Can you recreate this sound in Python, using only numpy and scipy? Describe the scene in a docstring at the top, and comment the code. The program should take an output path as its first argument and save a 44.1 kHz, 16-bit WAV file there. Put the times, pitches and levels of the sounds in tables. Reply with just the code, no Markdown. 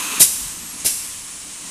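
"""Pneumatic bottle filler in a workshop

Heard from close by, the same in both ears. Filtered noise makes the air that blows until a valve switches.
Two valves in turn knock (dull noise and ringing sines) and vent short, bright bursts of noise into the room;
a faint bleed comes just before the second. A leak hisses on with a thin, sinking sine whistle.
Behind them, low noise makes the machinery's rumble and bass; short sines make a small tap and low booms."""
import sys
import numpy as np
from scipy import signal
from scipy.fft import rfft, irfft
from scipy.io import wavfile
from scipy.ndimage import uniform_filter1d

SR = 44100
rng = np.random.default_rng(int(sys.argv[2]) if len(sys.argv) > 2 else 0)


def waveform_to_disk(signal):
    """Save audio, clipped to [-1, 1], as 16-bit WAV at the path in sys.argv[1]."""
    frames = np.transpose(np.atleast_2d(signal))
    scaled = np.clip(frames, -1, 1) * 32767
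    samples = np.round(scaled).astype(np.int16)
    wavfile.write(sys.argv[1], SR, samples)


N = 74970  # length in samples
T = np.arange(N) / SR  # time in seconds


def undb(db):
    """Turn decibels into gain."""
    return 10 ** (np.asarray(db) / 20)


def curve(points):
    """Join (seconds, value) points by straight lines."""
    seconds, values = np.array(points).T
    return np.interp(T, seconds, values)


def colour(points, hz):
    """Read (Hz, value) points on a log-frequency axis."""
    point_hz, values = np.array(points).T
    return np.interp(np.log(hz + 1), np.log(point_hz), values)


def noise(spectrum, peaks=()):
    """Shape random noise with a broad colour and narrow boosts or cuts, then set its rms to 1."""
    hz = np.arange(N // 2 + 1) * SR / N
    db = colour(spectrum, hz)
    for peak_hz, width, peak_db in peaks:
        db = db + peak_db / (1 + (2 * (hz - peak_hz) / width) ** 2)
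    shaped = irfft(rfft(rng.standard_normal(N)) * undb(db), N)
    return shaped / shaped.std()


def walk(rate):
    """Smooth random wandering of spread 1; a higher rate (per second) wanders faster."""
    width = max(int(SR / rate), 2)
    wander = rng.standard_normal(N)
    for _ in range(2):
        wander = uniform_filter1d(wander, width, mode="wrap")
    return wander / wander.std()


# Colour of the machinery rumble. Each row: frequency in Hz, relative level per Hz in dB.
RUMBLE_COLOUR = [(20, -9), (60, -8.5), (125, -10), (175, 1), (215, -3.5), (290, 3.5), (380, -9),
                 (500, -11.5), (900, -13.5), (3000, -25)]
# Loudness of the rumble. Each row: time in seconds, level in dB.
RUMBLE_LEVEL = [(0, -43.5), (.45, -47), (.9, -44), (1.15, -52), (1.7, -45)]
# Colour of the deep bass. Each row: frequency in Hz, relative level per Hz in dB.
BASS_COLOUR = [(20, -1.5), (45, -2.5), (80, 2), (130, -4.5), (250, -6.5), (1000, -57)]
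# Loudness of the deep bass. Each row: time in seconds, level in dB.
BASS_LEVEL = [(0, -60), (.13, -65), (.35, -49.5), (.62, -48), (.9, -51), (1.2, -49.5), (1.42, -55.5),
              (1.7, -57)]
# A short small tap, then soft low booms.
# Each row: middle in seconds, half length in seconds, pitch in Hz, level in dB.
TAP_AND_BOOMS = [(0.139, 0.0073, 432, -34.5), (0.442, .04, 47, -37.5), (0.462, 0.015, 138, -38)]


def workshop():
    """Machinery's uneven rumble and deep bass, with one small tap, and low booms that swell and fade."""
    hums = [(179, 13, 4.7), (298, 22, 1.1)]  # Hz, width in Hz, boost in dB
    rumble = undb(curve(RUMBLE_LEVEL) + 1.0 * walk(18)) * noise(RUMBLE_COLOUR, hums)
    bass = undb(curve(BASS_LEVEL)) * noise(BASS_COLOUR)
    tap_and_booms = 0
    for middle, half_length, hz, db in TAP_AND_BOOMS:
        age = T - middle
        envelope = np.exp(-(age / half_length) ** 2)
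        tap_and_booms = tap_and_booms + undb(db) * envelope * np.sin(2 * np.pi * hz * age)
    return rumble + bass + tap_and_booms


# Colour of the leak's hiss. Each row: frequency in Hz, relative level per Hz in dB.
LEAK_COLOUR = [(500, -15.5), (750, -13), (1080, -6), (1450, -9.5), (2000, -8), (2550, -5.5), (3500, -8.5),
               (5000, -7), (6500, -2.5), (8200, 1.5), (9600, -3), (10600, -10), (12000, -18),
               (14000, -15.5)]
# Resonances of the leak. Each row: frequency in Hz, width in Hz, boost in dB.
LEAK_RESONANCES = [(1040, 150, 1.5), (3060, 170, 2), (3920, 260, 1.5), (5500, 99, 3), (6400, 110, 3.5),
                   (8830, 220, 0.5)]
# Loudness of the leak. Each row: time in seconds, level in dB.
LEAK_LEVEL = [(0, -32), (.46, -29.5), (.58, -32.5), (.8, -32.5), (.97, -32.5), (1.1, -32), (1.25, -33.5),
              (1.42, -34), (1.7, -32.5)]
LEAK_FLUTTER_DB = 0.45


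def leak():
    """Escaping air hisses almost steadily, with a slight random flutter."""
    level_db = curve(LEAK_LEVEL) + LEAK_FLUTTER_DB * walk(30)
    return undb(level_db) * noise(LEAK_COLOUR, LEAK_RESONANCES)


# Sinking pitch of the whistle. Each row: time in seconds, frequency in Hz.
WHISTLE_PITCH = [(0, 13420), (.18, 12830), (.52, 11830), (.69, 11345), (.84, 10950), (1.12, 10240),
                 (1.35, 9735), (1.5, 9430), (1.7, 9030)]
# Loudness of the whistle. Each row: time in seconds, level in dB.
WHISTLE_LEVEL = [(0, -39), (.18, -42), (.24, -60), (.46, -58), (.55, -52), (.7, -38.5), (.84, -43),
                 (.89, -58), (1.07, -47), (1.17, -45), (1.32, -40.5), (1.45, -46.5), (1.7, -44)]
WHISTLE_WAVER = 0.00139  # random spread, as a share of the pitch


def whistle():
    """A thin sine tone sinks while its pitch and level waver."""
    hz = curve(WHISTLE_PITCH) * (1 + WHISTLE_WAVER * walk(370))
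    tone = np.sin(2 * np.pi * np.cumsum(hz) / SR)
    level_db = curve(WHISTLE_LEVEL) + 1.7 * walk(60)
    return undb(level_db) * np.sqrt(2) * tone  # sqrt(2) gives the sine an rms of 1


# Colour of the blowing air. Each row: frequency in Hz, relative level per Hz in dB.
BLOW_COLOUR = [(100, -22), (250, -0.5), (480, -10.5), (720, -14), (1000, 2), (1350, -1.5), (2150, -6.5),
               (2500, 1), (3200, -3.5), (4000, -3), (4800, -9), (5800, -8.5), (6500, -1.5), (7200, -4.5),
               (9900, -2.5), (12000, -9.5), (14000, -16)]
# Resonances of the air passages. Each row: frequency in Hz, width in Hz, boost in dB.
AIR_PASSAGES = [(1010, 150, 1), (2640, 200, 3), (6400, 200, 5), (8450, 220, 1), (9960, 120, 1)]
BLOW_DB, BLOW_STOP_S, BLOW_RELEASE_S = -25, 0.211, 0.023
SPUTTER_MIDS_DB, SPUTTER_TREBLE_DB = 2.0, 0.8


def blowing():
    """Air sputters through the passages until the first valve shuts it off; mids and treble flutter apart."""
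    flow = np.exp(-np.maximum(T - BLOW_STOP_S, 0) / BLOW_RELEASE_S)
    air = noise(BLOW_COLOUR, AIR_PASSAGES)
    low_pass = signal.butter(2, 1900, fs=SR, output="sos")
    mids = signal.sosfiltfilt(low_pass, air)
    treble = air - mids
    sputtering_mids = mids * undb(SPUTTER_MIDS_DB * walk(65))
    sputtering_treble = treble * undb(SPUTTER_TREBLE_DB * walk(66))
    return flow * undb(BLOW_DB) * (sputtering_mids + sputtering_treble)


# Valve strikes and rebounds. Each row: start in seconds, level in dB.
VALVE_KNOCKS = [(0.2024, -25), (0.2080, -34), (0.233, -41.5), (0.8492, -30.5), (0.855, -38)]
# Ringing tones of the cabinet. Each row: pitch in Hz, relative level in dB, seconds to fall by 60 dB.
CABINET_MODES = [(72, -5, .16), (128.5, -4, 0.21), (176, -9, 0.088), (250, -20, 0.047), (317, -1, 0.15),
                 (395.6, -0.5, 0.13), (510, -4.5, .06), (645, 0, .09)]
# Colour of the thud. 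Each row: frequency in Hz, relative level per Hz in dB.
THUD_COLOUR = [(25, -15), (70, -4), (250, 0), (450, -4.5), (700, -5), (1300, -21), (5000, -44)]
THUD_DB, THUD_S = 0.5, 0.011  # level relative to the knock, fading time


def knocks():
    """A valve strikes its stop and rebounds: a dull noise thud and the cabinet's fading sine tones."""
    out = 0
    for start, db in VALVE_KNOCKS:
        age = np.maximum(T - start, 0)
        ring = 0
        for k, (hz, mode_db, t60) in enumerate(CABINET_MODES):
            sign = (-1) ** k  # every other tone starts the opposite way
            ring = ring + sign * undb(mode_db - 60 * age / t60) * np.sin(2 * np.pi * hz * age)
        thud = (age > 0) * np.exp(-age / THUD_S) * noise(THUD_COLOUR)
        out = out + undb(db) * (0.5 * ring + undb(THUD_DB) * thud)
    return out


# Valve exhausts. Each row: start in seconds, level in dB, share of the flow that starts at once,
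# rise in seconds, hold in seconds, emptying in dB per second, level sent to the room in dB, burst name.
EXHAUST_BURSTS = [(0.196, -5, 0.16, 0.018, 0.011, 458, -0.8, "main"),
                  (0.800, -32.5, 0.44, 0.0042, .005, 600, -4, "bleed"),
                  (0.8464, -12.5, 0.25, 0.018, 0.0022, 402, 5, "return")]
# Colour of the exhaust jet. Each row: frequency in Hz, relative level per Hz in dB.
JET_COLOUR = [(60, -42), (300, -25), (1000, -37), (1600, -22), (2400, -14), (3200, -14), (4400, -9),
              (6200, -6.5), (8000, -2.5), (9700, -0.5), (11300, -3.5), (12100, -3), (14000, -11.5)]
# Fine spectral colour of each burst, by burst name: narrow boosts and cuts.
# Each row: frequency in Hz, width in Hz, boost (or cut if negative) in dB.
BURST_COLOURS = {"main": [(3880, 130, 5.5), (4200, 140, -4), (5500, 53, 3), (7270, 160, 6), (8200, 60, 3),
                 (8540, 27, 5), (8700, 110, 2), (8980, 35, 9), (13600, 600, 1)], "bleed": [(6500, 700, 17),
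                 (13000, 3000, -10)], "return": [(1580, 98, 11.5), (2200, 190, 7), (2716, 69, 11),
                 (5270, 500, 3), (7530, 180, 7.5), (10270, 84, 7), (11400, 200, -1), (12300, 260, -1),
                 (12300, 250, -12), (14000, 900, -2)]}
JET_ROUGH_DB = 0.96  # turbulence of the jet


def exhausts():
    """Each valve opens, vents a turbulent jet of noise with its own uneven colour, and the pressure runs out."""
    direct, feed = 0, 0  # heard straight, and sent to the room
    for start, db, crack, rise, hold, fall, room_db, name in EXHAUST_BURSTS:
        age = T - start
        opening = (age > 0) * np.clip(crack + (1 - crack) * age / rise, 0, 1)
        emptying_db = fall * np.maximum(age - rise - hold, 0)
        pressure_db = db - emptying_db + JET_ROUGH_DB * walk(300)
        jet = opening * undb(pressure_db) * noise(JET_COLOUR, BURST_COLOURS[name])
        direct = direct + jet
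        feed = feed + undb(room_db) * jet
    return direct, feed


# Bands of the room's echo. Each row: middle in Hz, seconds to fall by 60 dB, level in dB.
ROOM_BANDS = [(200, 0.17, -13), (1500, 0.61, -9.5), (3980, 1, -8.5), (8500, .85, -6.5), (13100, 0.93, -8.5)]
ROOM_DELAY_S, EARLY_DB, EARLY_S = 0.012, -10.5, 0.019


def room(dry_sound):
    """Early reflections from the cabinet and floor, then a diffuse tail that dies by band."""
    hz = np.arange(N // 2 + 1) * SR / N
    white = rfft(rng.standard_normal(N))
    age = np.maximum(T - ROOM_DELAY_S, 0)
    early = rng.standard_normal(N) * np.exp(-T / EARLY_S)
    early = early * np.sqrt(2 / (EARLY_S * SR))  # brings its energy to about 1
    response = undb(EARLY_DB) * early
    middles = np.array(ROOM_BANDS)[:, 0]
    # Each band is full at its own middle and fades to nothing at its neighbours' middles.
    for (_, t60, db), weights in zip(ROOM_BANDS, np.eye(len(ROOM_BANDS))):
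        band = irfft(white * colour(np.c_[middles, weights], hz), N)
        decay = (age > 0) * np.exp(-np.log(1000) * age / t60)
        response = response + undb(db) * band * decay / np.linalg.norm(decay)
    return signal.fftconvolve(dry_sound, response)[:N]


def scene():
    """Valves echo in the room over the steady air and rumble, the same in both ears."""
    background = workshop() + leak() + whistle() + blowing()
    strikes = knocks()
    jets, feed = exhausts()
    mono = background + strikes + jets + room(feed + strikes)
    return np.array([mono, mono])


CEILING = 0.95  # tallest peak allowed before the last filter
TOP_HZ = 14170  # highest frequency kept


def record(dry):
    """Cut the top, clip the tallest peaks, then cut the top again."""
    top_cut = signal.ellip(12, 0.2, 80, TOP_HZ, fs=SR, output="sos")
    clipped = np.clip(signal.sosfiltfilt(top_cut, dry), -CEILING, CEILING)
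    return signal.sosfiltfilt(top_cut, clipped)


dry = scene()
out = record(dry)
waveform_to_disk(out)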